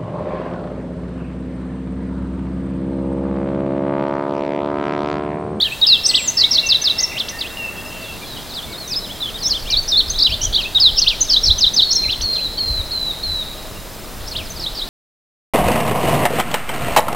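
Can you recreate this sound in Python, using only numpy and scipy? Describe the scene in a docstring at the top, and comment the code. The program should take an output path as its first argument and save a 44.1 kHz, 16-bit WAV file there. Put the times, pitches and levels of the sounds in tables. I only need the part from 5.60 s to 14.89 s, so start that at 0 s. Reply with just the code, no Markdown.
"""A finch-like bird in a rocky canyon opens with fast warbles: sines on rounded, gliding pitch paths.
Far birds ring in decaying-noise echoes, which break off at 2.57 s; a neighbour answers in single bent strokes.
From about 4 s gusts of low noise thump the microphone; the song returns at 4.9 s, long falling whistles
follow from 6.2 s, and from 8.6 s the song is duller and further away over a band-noise twitter.
Throughout: a pulsed-sine cricket over band noise, two narrow-noise drones, spectrally shaped air."""
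import sys
import numpy as np
from scipy import signal
from scipy.fft import rfft, irfft
from scipy.io import wavfile
from scipy.ndimage import uniform_filter1d

SR = 44100
rng = np.random.default_rng(int(sys.argv[2]) if len(sys.argv) > 2 else 0)


def to_wav(s):
    """Save 16-bit WAV."""
    ch = np.atleast_2d(s).T  # columns
    pcm = np.round(np.clip(ch, -1, 1) * 32767)  # PCM
    wavfile.write(sys.argv[1], SR, pcm.astype(np.int16))


N = 409688


def amp(db):
    """Amplitude factor of a level in dB."""
    return 10 ** (np.asarray(db, float) / 20)


def evened(x):
    """Scale to unit RMS."""
    return x / np.sqrt(np.mean(x ** 2) + 1e-20)


def read(points, hz):
    """Curve over log frequency."""
    f_hz, value = np.transpose(points)
    return np.interp(np.log(hz + 1), np.log(f_hz + 1), value)


def along(curve):
    """Curve over time, one value a sample."""
    t_s, value = np.transpose(curve)
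    return np.interp(np.arange(N) / SR, t_s, value)


def wander(count, hz):
    """Smooth chance of about unit RMS, changing about hz times a second."""
    width = max(int(SR / hz), 1)
    noise = rng.standard_normal(count + 2 * width)
    smooth = uniform_filter1d(uniform_filter1d(noise, width), width)
    return evened(smooth)[:count]


def narrow(hz, width_hz):
    """Noise in a Gaussian band round hz, unit RMS."""
    f_hz = np.fft.rfftfreq(N, 1 / SR)
    band = np.exp(-((f_hz - hz) / width_hz) ** 2)
    return evened(irfft(rfft(rng.standard_normal(N)) * band, N))


def add(mix, start_s, sound):
    """Mix a sound in at its start time, cut at the end."""
    part = mix[round(start_s * SR):][:len(sound)]
    part += sound[:len(part)]


BEND = 1.18  # glides hurry at high pitch and linger at low
SWELL = 0.6  # exponent of the curve along which strength swells


def whistle(rows, waver_db, round_s=0.0017):
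    """One side of the syrinx: a sine on a rounded pitch path, its strength wavering."""
    t_s, hz, db = np.transpose(sorted(rows))
    t = np.arange(t_s[0], t_s[-1], 1 / SR)
    width = max(int(round_s * SR), 1)
    pitch = np.interp(t, t_s, hz ** -BEND) ** (-1 / BEND)
    pitch = uniform_filter1d(pitch, width, mode="nearest")
    level = np.interp(t, t_s, amp(SWELL * db)) ** (1 / SWELL)
    level = uniform_filter1d(level, width, mode="nearest")
    level *= amp(waver_db * wander(len(t), 160))
    level *= signal.windows.tukey(len(t), min(0.006 * SR / len(t), 1))  # 3 ms fades
    cycles = np.cumsum(pitch) / SR + rng.random()
    return np.sqrt(2) * level * np.sin(2 * np.pi * cycles)


CUT_S = 2.572  # all ringing breaks off here


def canyon(x, t60, start_s, wall_s=0, wall_db=-np.inf):
    """Scattered echoes dying away, with a denser return from a facing rock wall; they break off once."""
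    t = np.arange(int(1.2 * t60 * SR)) / SR
    wall = amp(wall_db) * np.exp(-((t - wall_s) / 0.0038) ** 2)
    low, high = rng.standard_normal((2, len(t)))
    low = signal.sosfilt(signal.butter(2, 5000, fs=SR, output="sos"), low)
    high = signal.sosfilt(signal.butter(2, 5000, "highpass", fs=SR, output="sos"), high)
    # air swallows the treble faster
    decay = low * amp(-60 * t / t60) + high * amp(-60 * t / (0.71 * t60))
    tail = decay * (t > start_s) + wall * low
    tail = tail / np.linalg.norm(tail)
    before = np.arange(N) < CUT_S * SR
    wet_before, wet_after = [signal.oaconvolve(x * part, tail)[:N] for part in (before, ~before)]
    return wet_before * before + wet_after


# spectrum of the air: f/Hz, relative density/dB per Hz
AIR_SPECTRUM = [(12, -30), (20, -6.5), (104, -10.5), (234, -12.5), (376, -14.5), (756, -17), (1180, -20.5),
                (2970, -26.5), (4400, -38), (5500, -28), (15900, -29)]
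# left-right likeness of the air: f/Hz, correlation/1
AIR_LIKENESS = [(30, 0.25), (125, 0.63), (500, 0.92), (1500, 0.97), (3500, 1), (6000, 0.97), (9000, 0.43),
                (15000, 0.41)]
AIR_DB = -33  # overall RMS


def air():
    """Distant rush of the valley and hiss of the microphone: random short-time spectra."""
    frames, hz = N // 256 + 5, np.fft.rfftfreq(1024, 1 / SR)
    a, b, c, d, patches = rng.standard_normal((frames, 513, 5)).T
    patches = uniform_filter1d(patches, 12, 0)  # over frequency
    patches = evened(uniform_filter1d(patches, 14, 1))  # over time
    same = np.clip(read(AIR_LIKENESS, hz), -1, 1)[:, None]
    left = a + 1j * b
    right = same * left + np.sqrt(1 - same ** 2) * (c + 1j * d)
    spectra = np.array([left, right])
    spectra *= amp(read(AIR_SPECTRUM, hz))[:, None] * amp(0.63 * patches)
    noise = signal.istft(spectra, nperseg=1024, noverlap=768)[1][:, :N]
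    return amp(AIR_DB) * evened(noise)


# gusts that thump the microphone: t/s, level/dB before lumpiness
GUST_PEAKS = [(4.18, -26), (4.31, -33.5), (4.58, -35), (4.72, -30), (4.87, -23), (5.33, -34), (5.9, -21.5),
              (6.48, -29), (6.631, -29.5), (7.12, -29), (7.2, -31.5), (7.7, -27.5), (8.2, -37), (8.63, -30)]
# breeze: t/s, level/dB before lumpiness
BREEZE_LEVEL = [(0, -52), (3.7, -44), (4.0, -32), (6.0, -32.5), (6.2, -39), (7.7, -33), (8.2, -38),
                (9.29, -34.5)]


def wind():
    """Lumpy low buffeting, mostly alike on both sides; its flurries and gusts reach higher in pitch."""
    t = np.arange(N) / SR
    gusts = sum(amp(db) * np.exp(-((t - t_s) / 0.037) ** 2) for t_s, db in GUST_PEAKS)
    breeze = amp(along(BREEZE_LEVEL))
    flurries = breeze * amp(-8 + 3.9 * wander(N, 17))
    out = 0
    for top_hz, level in ((40, breeze), (90, gusts + flurries)):
        low = signal.butter(3, [14, top_hz], "bandpass", fs=SR, output="sos")
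        both, apart = (evened(signal.sosfilt(low, v)) for v in rng.standard_normal((2, N)))
        sides = np.array([both + 0.064 * apart, both - 0.19 * apart])
        out = out + level * amp(1.76 * wander(N, 10.5)) * sides
    return out


def drones():
    """Narrow noise bands: a thin steady tone and a soft low hoot of wavering level."""
    tone = amp(-58.0) * narrow(1222, 6.5)
    hoot = amp(-49.5 + 2.3 * wander(N, 15)) * narrow(633, 45)
    return tone + hoot


def cricket():
    """Three falling pulses 45 ms apart, about seven times a second, over the blur of farther crickets."""
    since_s = (np.arange(N) / SR - 0.038 + 0.01 * wander(N, 3)) % 0.137
    pulses = sum(np.exp(-((since_s - 0.01 - 0.0447 * k) / 0.0058) ** 2) for k in range(3))
    pitch = 5250 - 14000 * (since_s % 0.042) + 60 * wander(N, 32.65)  # Hz
    uneven = amp(2.5 * wander(N, 14))
    chirps = pulses * uneven * amp(-41.0) * np.sin(2 * np.pi * np.cumsum(pitch) / SR)
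    blur = amp(-53 + 3 * wander(N, 40)) * narrow(5100, 170)
    return chirps + blur


# distant twitter of many birds: t/s, level/dB before flicker
TWITTER_LEVEL = [(0, -44), (8.0, -40.5), (8.3, -45.5), (8.59, -46), (8.61, -41.5), (9.29, -38.5)]


def twitter():
    """A blurred band of distant song: band noise of flickering level."""
    return narrow(3980, 980) * amp(along(TWITTER_LEVEL) + 2.2 * wander(N, 3.4))


# far birds, a short note a row: t/s, length/s, first f/Hz, last f/Hz, peak level/dB before waver
FAR_NOTES = [(0.037, 0.062, 1774, 1760, -39), (0.273, 0.13, 2783, 2698, -28),
             (0.484, 0.098, 2030, 2007, -36.5), (0.777, 0.05, 1804, 2020, -33.5),
             (0.824, 0.062, 2146, 2245, -33), (1.018, 0.1, 2786, 2675, -25.5),
             (1.22, 0.043, 1710, 1714, -39), (1.385, 0.062, 2040, 2000, -34),
             (1.721, 0.077, 1810, 1850, -36.5), (1.97, 0.13, 2830, 2650, -26),
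             (2.165, 0.06, 3310, 3320, -42), (2.611, 0.038, 2370, 2380, -38),
             (3.065, 0.072, 2240, 2224, -42), (3.298, 0.06, 2510, 2560, -40.5),
             (4.078, 0.089, 2400, 2360, -37), (2.313, 0.089, 3120, 3080, -43), (.93, 0.12, 640, 632, -41),
             (6.975, 0.028, 3340, 3080, -33)]


def far_birds():
    """Short notes from far away, carried on by a long echo that is fainter after the break."""
    mix = np.zeros(N)
    for start_s, length, first_hz, last_hz, db in FAR_NOTES:
        middle_hz = 0.3 * first_hz + 0.7 * last_hz
        note = [(0, first_hz, db - 5), (0.5 * length, middle_hz, db), (length, last_hz, db - 6)]
        add(mix, start_s, whistle(note, waver_db=3.0))
    echo_db = np.where(np.arange(N) < CUT_S * SR, -1.5, -9)
    return mix + amp(echo_db) * canyon(mix, t60=6.8, start_s=0.011, wall_s=0.5, wall_db=-11)


HOOK_S, SETTLE_S, DROOP_S = 0.014, 0.016, 0.0163  # rise time; time constants of settling and droop
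HOOK_DB, SWELL_DB = 4.5, -13  # boost on the hook; level offset at the start of its rise
# long falling whistles: t/s, length/s, f/Hz, hook at both ends/Hz, sag/(Hz/s), level/dB once settled
FALLING_WHISTLES = [(0.453, 0.219, 8140, 294, 3200, -30), (6.212, 0.305, 4410, 10, 1222, -21.5),
                    (6.62, 0.26, 4303, 257, 1145, -21.5), (6.97, 0.25, 4280, 281, 1258, -22.5),
                    (7.308, .214, 4115, 292, 1020, -23.5), (7.626, 0.21, 4128, 255, 1427, -24.5)]


def whistler():
    """Long whistles from further off: a hook upward, a slow sag, a droop at the end, blurred by their echo."""
    mix = np.zeros(N)
    for start_s, length, hz, hook_hz, sag, db in FALLING_WHISTLES:
        t = np.arange(0, length, 0.002)
        rise = np.maximum(1 - t / HOOK_S, 0)
        settle = np.exp(-np.maximum(t - HOOK_S, 0) / SETTLE_S)
        droop = np.exp((t - length) / DROOP_S)
        pitch = hz - sag * t + hook_hz * (settle - 2 * rise - droop)
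        level_db = db + HOOK_DB * settle + SWELL_DB * rise
        add(mix, start_s, whistle(zip(t, pitch, level_db), waver_db=2.0))
    return mix + amp(-7) * canyon(mix, t60=1.1, start_s=0.00066, wall_s=0.4, wall_db=-9)


ONSET_DB, END_DB = -13, -12.5  # stroke ends, relative to its turn
ROUNDING = 0.2  # share of a stroke's length over which its bend is rounded
FAINT_DB = -32.7  # strokes below this come from a distant singer
CLOSE_S = 0.002  # first echoes from nearby rocks
LATE_S = 8.6  # from here the song comes from further away
# the song, a group a syllable, a list a note, a row a point: t/s, f/Hz, level/dB before waver
SONG_NOTES = [
    [ [(0.0, 3130, -18.5), (0.017, 4490, -13), (0.024, 4900, -30)], [(0.018, 3210, -29), (0.03, 3760, -8),
     (0.046, 4570, -38)], [(0.04, 2960, -25.5), (0.058, 3340, -17), (0.09, 2370, -40)], [(0.11, 2380, -32),
     (0.125, 2625, -23.5), (0.142, 2720, -29)], ],
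    [ [(0.212, 5230, -28), (0.219, 3710, -13), (0.239, 3860, -7.5), (0.249, 3370, -16), (0.256, 2770, -50),
     (0.27, 5360, -11.5), (0.301, 4300, -10), (0.335, 3740, -7.5), (0.374, 2940, -34)], ],
    [ [(0.433, 5550, -38), (0.451, 5180, -16), (0.46, 5830, -17)], [(0.452, 4240, -21), (0.464, 5620, -8.5),
     (0.474, 6650, -18)], [(0.486, 6430, -25), (0.492, 4910, -12), (0.501, 4190, -13.5), (0.509, 4350, -18),
     (0.524, 2350, -39)], ],
    [ [(0.53, 2350, -54), (0.554, 3910, -7), (0.562, 5240, -18.5), (0.574, 3340, -15), (0.591, 2630, -24),
     (0.612, 2240, -32)], ],
    [ [(0.672, 7400, -33), (0.686, 6030, -11.5), (0.695, 6170, -15), (0.707, 7000, -27)], ],
    [ [(0.766, 5420, -41), (0.776, 5400, -12), (0.789, 4070, -19)], [(0.785, 5620, -17),
     (0.799, 4600, -11.5), (0.807, 4100, -20)], [(0.803, 6780, -25), (0.811, 4530, -10.5),
     (0.82, 3950, -10), (0.83, 3850, -24)], [(0.829, 2880, -66), (0.844, 3690, -7.5), (0.856, 4030, -15.5),
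     (0.863, 4000, -65)], ],
    [ [(0.907, 5680, -32), (0.917, 5530, -10.5), (0.931, 4930, -21)], [(0.929, 6620, -19),
     (0.94, 4620, -13.5), (0.949, 3950, -22)], [(0.945, 6760, -19), (0.954, 4500, -12), (0.97, 3810, -12)],
     [(0.971, 2990, -45), (0.988, 3820, -7.5), (1.004, 4440, -24)], ],
    [ [(1.06, 6070, -30), (1.071, 6030, -16.5), (1.082, 7000, -39)], [(1.084, 6600, -36),
     (1.089, 5100, -20), (1.094, 4500, -34)], [(1.088, 5610, -15), (1.096, 5120, -15), (1.128, 3540, -9),
     (1.139, 2800, -82), (1.147, 4080, -11), (1.167, 3570, -14)], ],
    [ [(1.38, 5390, -33), (1.39, 5380, -13.5), (1.398, 6060, -27)], [(1.391, 4270, -19),
     (1.407, 6180, -15.5), (1.414, 6700, -19)], [(1.425, 6840, -25), (1.441, 5360, -12), (1.454, 5530, -25),
     (1.459, 5300, -23)], ],
    [ [(1.51, 2130, -46), (1.519, 2727, -31), (1.535, 2080, -35.5), (1.551, 2110, -47), (1.581, 3190, -21),
     (1.593, 5600, -33), (1.605, 3650, -16.5), (1.625, 2840, -35)], ],
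    [ [(1.683, 2600, -21), (1.688, 4520, -25.5), (1.693, 6510, -27), (1.701, 5540, -26),
     (1.707, 6500, -29)], ],
    [ [(1.785, 4420, -34), (1.797, 4830, -26), (1.802, 6270, -67), (1.814, 3900, -18.5), (1.834, 2820, -40),
     (1.847, 2460, -32), (1.878, 3580, -33)], [(1.89, 3140, -40), (1.906, 3760, -37), (1.921, 3870, -46)], ],
    [ [(3.275, 5680, -26), (3.289, 6650, -39), (3.333, 4630, -20), (3.346, 3460, -26), (3.358, 4900, -26),
     (3.367, 5180, -17.5), (3.405, 5110, -48)], ],
    [ [(3.601, 3710, -33), (3.617, 4090, -24.5), (3.632, 3490, -20), (3.656, 3440, -21), (3.67, 2990, -31),
     (3.689, 3300, -27.5), (3.708, 2520, -44)], ],
    [ [(4.1, 4160, -17), (4.111, 6320, -23), (4.127, 4130, -15.5), (4.143, 3700, -14), (4.155, 3160, -33),
     (4.172, 4310, -12), (4.189, 4580, -17), (4.225, 4330, -45)], ],
    [ [(4.286, 4800, -30), (4.296, 5200, -17), (4.31, 5400, -25), (4.325, 3730, -13), (4.355, 3450, -16),
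     (4.376, 4230, -10.5), (4.389, 4440, -12.5), (4.406, 3690, -10), (4.417, 2840, -50)], ],
]
# repeats, a list a syllable: delay/s, level change/dB
SONG_REPEATS = [
    [(4.935, -0.5)],
    [(4.933, 0)],
    [(4.928, 0.5), (8.222, -11.5)],
    [(4.928, 0), (8.213, -9)],
    [(4.931, 2.5), (8.221, -7.5)],
    [(4.926, 0.5), (8.225, -8.5), (8.378, -9.5)],
    [(4.924, 1)],
    [(.153, -1.5), (4.92, 1), (5.075, 0.5)],
    [(4.924, 1)],
    [(4.923, 1.5)],
    [(4.925, 3)],
    [(4.943, -3)],
    [],
    [],
    [],
    [],
]
# single bent strokes of both singers:
# t/s, length/s, first f/Hz, turn f/Hz, last f/Hz, place of turn/(0-1), level at turn/dB before waver
BENT_STROKES = [ (2.412, 0.095, 5080, 3410, 3280, .45, -37), (2.617, 0.064, 3920, 3350, 3430, 0.47, -36),
                (2.662, 0.1, 4200, 3970, 3640, 0.5, -33.5), (2.757, 0.026, 3500, 2950, 2850, 0.65, -34),
                (2.777, .028, 3570, 3300, 3150, .5, -36), (8.152, .03, 3050, 2660, 3000, .5, -39.5),
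                (2.891, 0.057, 4900, 3700, 3550, 0.62, -30), (2.935, 0.014, 3750, 5000, 5400, 0.54, -27),
                (2.942, .07, 5400, 3800, 2890, 0.43, -25.5), (3.018, 0.038, 2950, 3650, 3430, .45, -29.5),
                (3.116, 0.059, 4900, 3540, 4040, 0.5, -30), (3.166, 0.14, 3900, 4530, 3520, 0.18, -31),
                (3.385, .016, 3300, 4300, 4750, .7, -28), (3.405, 0.019, 3730, 4170, 4450, 0.8, -29),
                (3.422, 0.05, 3760, 4130, 2960, 0.4, -28.5), (3.488, 0.04, 2750, 3520, 3370, 0.76, -29.5),
                (3.737, 0.048, 3470, 3870, 2980, 0.57, -25.5), (3.54, 0.044, 3300, 3200, 3100, .4, -42),
                (3.784, 0.012, 3930, 5000, 5300, 0.8, -28), (3.801, 0.1, 5260, 4070, 3230, 0.34, -27),
                (3.829, 0.02, 4980, 6100, 6070, 0.3, -24), (3.837, 0.052, 5180, 5280, 6830, 0.47, -16),
                (3.892, 0.014, 5900, 4800, 3600, 0.6, -17.5), (3.901, 0.035, 5900, 4460, 3900, 0.48, -14.5),
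                (3.926, 0.053, 2760, 3710, 2920, 0.57, -21.5), (3.992, .017, 4350, 5000, 5950, .4, -29),
                (4.02, .02, 5260, 4500, 4200, 0.33, -32.5), (4.053, 0.056, 2550, 3700, 4200, 0.58, -28.5),
                (4.094, 0.039, 3470, 2920, 2500, 0.4, -30.5), (4.218, .03, 6200, 6250, 6900, 0.5, -38),
                (4.275, 0.027, 4800, 5930, 5610, 0.5, -19), (4.478, 0.013, 5600, 5200, 4400, 0.5, -25),
                (4.493, 0.011, 5340, 4930, 4300, 0.35, -25), (4.498, 0.025, 5770, 6240, 6640, 0.28, -17.5),
                (4.508, 0.029, 4970, 4250, 3620, 0.3, -25), (4.536, 0.039, 3100, 4110, 3470, 0.74, -23.5),
                (4.578, 0.021, 3380, 5350, 5340, 0.68, -18), (4.592, 0.027, 3340, 4430, 5500, 0.47, -13),
                (4.61, 0.031, 3580, 4360, 5580, .45, -10), (4.632, 0.049, 3580, 4130, 2690, 0.55, -11.5),
                (4.693, 0.06, 2330, 3690, 3400, 0.8, -18), (4.696, 0.026, 5430, 5400, 3800, .4, -29),
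                (4.713, 0.043, 3690, 4660, 3900, 0.3, -24), (4.802, 0.031, 2700, 3020, 3230, .5, -29),
                (4.823, 0.066, 2940, 3410, 2880, 0.38, -28.5), (4.812, .018, 5430, 5960, 7280, .5, -21.5),
                (4.828, .019, 5350, 6330, 7860, 0.6, -15), (4.845, 0.015, 5670, 5900, 6900, 0.61, -14.5),
                (4.924, 0.014, 2890, 4330, 4900, 0.6, -16.5), (5.005, 0.059, 5800, 3810, 3100, 0.56, -24),
                (5.336, 0.062, 5400, 3780, 2550, 0.37, -27.5), (5.393, 0.033, 2550, 3490, 3280, .7, -28.5),
                (5.596, 0.042, 3920, 4170, 3940, 0.42, -25.5), (5.637, .028, 4000, 5500, 5400, .5, -34),
                (5.663, 0.058, 5400, 3740, 2770, 0.44, -27.5), (5.726, 0.019, 2830, 3230, 3370, 0.6, -27),
                (5.96, 0.052, 3740, 3310, 2610, 0.36, -33.5), (0.115, 0.024, 8700, 7750, 8900, 0.4, -37),
                (8.823, 0.064, 6110, 4780, 3490, 0.7, -32), (8.933, 0.083, 7000, 4600, 3490, 0.5, -32)]


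def near_birds():
    """Song, repeats and strokes; faint strokes smeared, late song dulled and doubled by the ground."""
    mix, faint = np.zeros((2, N))
    for notes, again in zip(SONG_NOTES, SONG_REPEATS):
        for delay, db in [(0, 0)] + again:
            for note in notes:
                add(mix, min(note)[0] + delay, amp(db) * whistle(note, waver_db=0.8))
    for start_s, length, first_hz, turn_hz, last_hz, place, db in BENT_STROKES:
        note = [(0, first_hz, db + ONSET_DB), (place * length, turn_hz, db), (length, last_hz, db + END_DB)]
        stroke = whistle(note, waver_db=2.5, round_s=ROUNDING * length)
        add(faint if db < FAINT_DB else mix, start_s, stroke)
    mix = mix + faint + amp(-6) * canyon(faint, t60=0.26, start_s=CLOSE_S)
    late = np.arange(N) > LATE_S * SR
    dull = signal.sosfilt(signal.butter(2, 3700, fs=SR, output="sos"), mix * late)
    ground = amp(-12) * np.roll(dull, int(0.013 * SR)) * late
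    mix = mix * ~late + dull + ground
    close = canyon(mix, t60=0.15, start_s=CLOSE_S)
    wide = canyon(mix, t60=1.1, start_s=0.0057, wall_s=0.22, wall_db=-24)
    return mix + amp(-10) * close + amp(-14.5) * wide


def scene():
    """Sum of all sources; air and wind are stereo, the rest alike on both sides."""
    background = air() + wind() + drones() + cricket() + twitter()
    return background + far_birds() + whistler() + near_birds()


EDGE_HZ = 15900


def record(dry):
    """The band limit of the recorder: a steep linear-phase low-pass."""
    lowpass = signal.firwin(1023, EDGE_HZ, window=("kaiser", 10), fs=SR)
    return signal.oaconvolve(dry, lowpass[None], "same")


dry = scene()
out = record(dry)
to_wav(out)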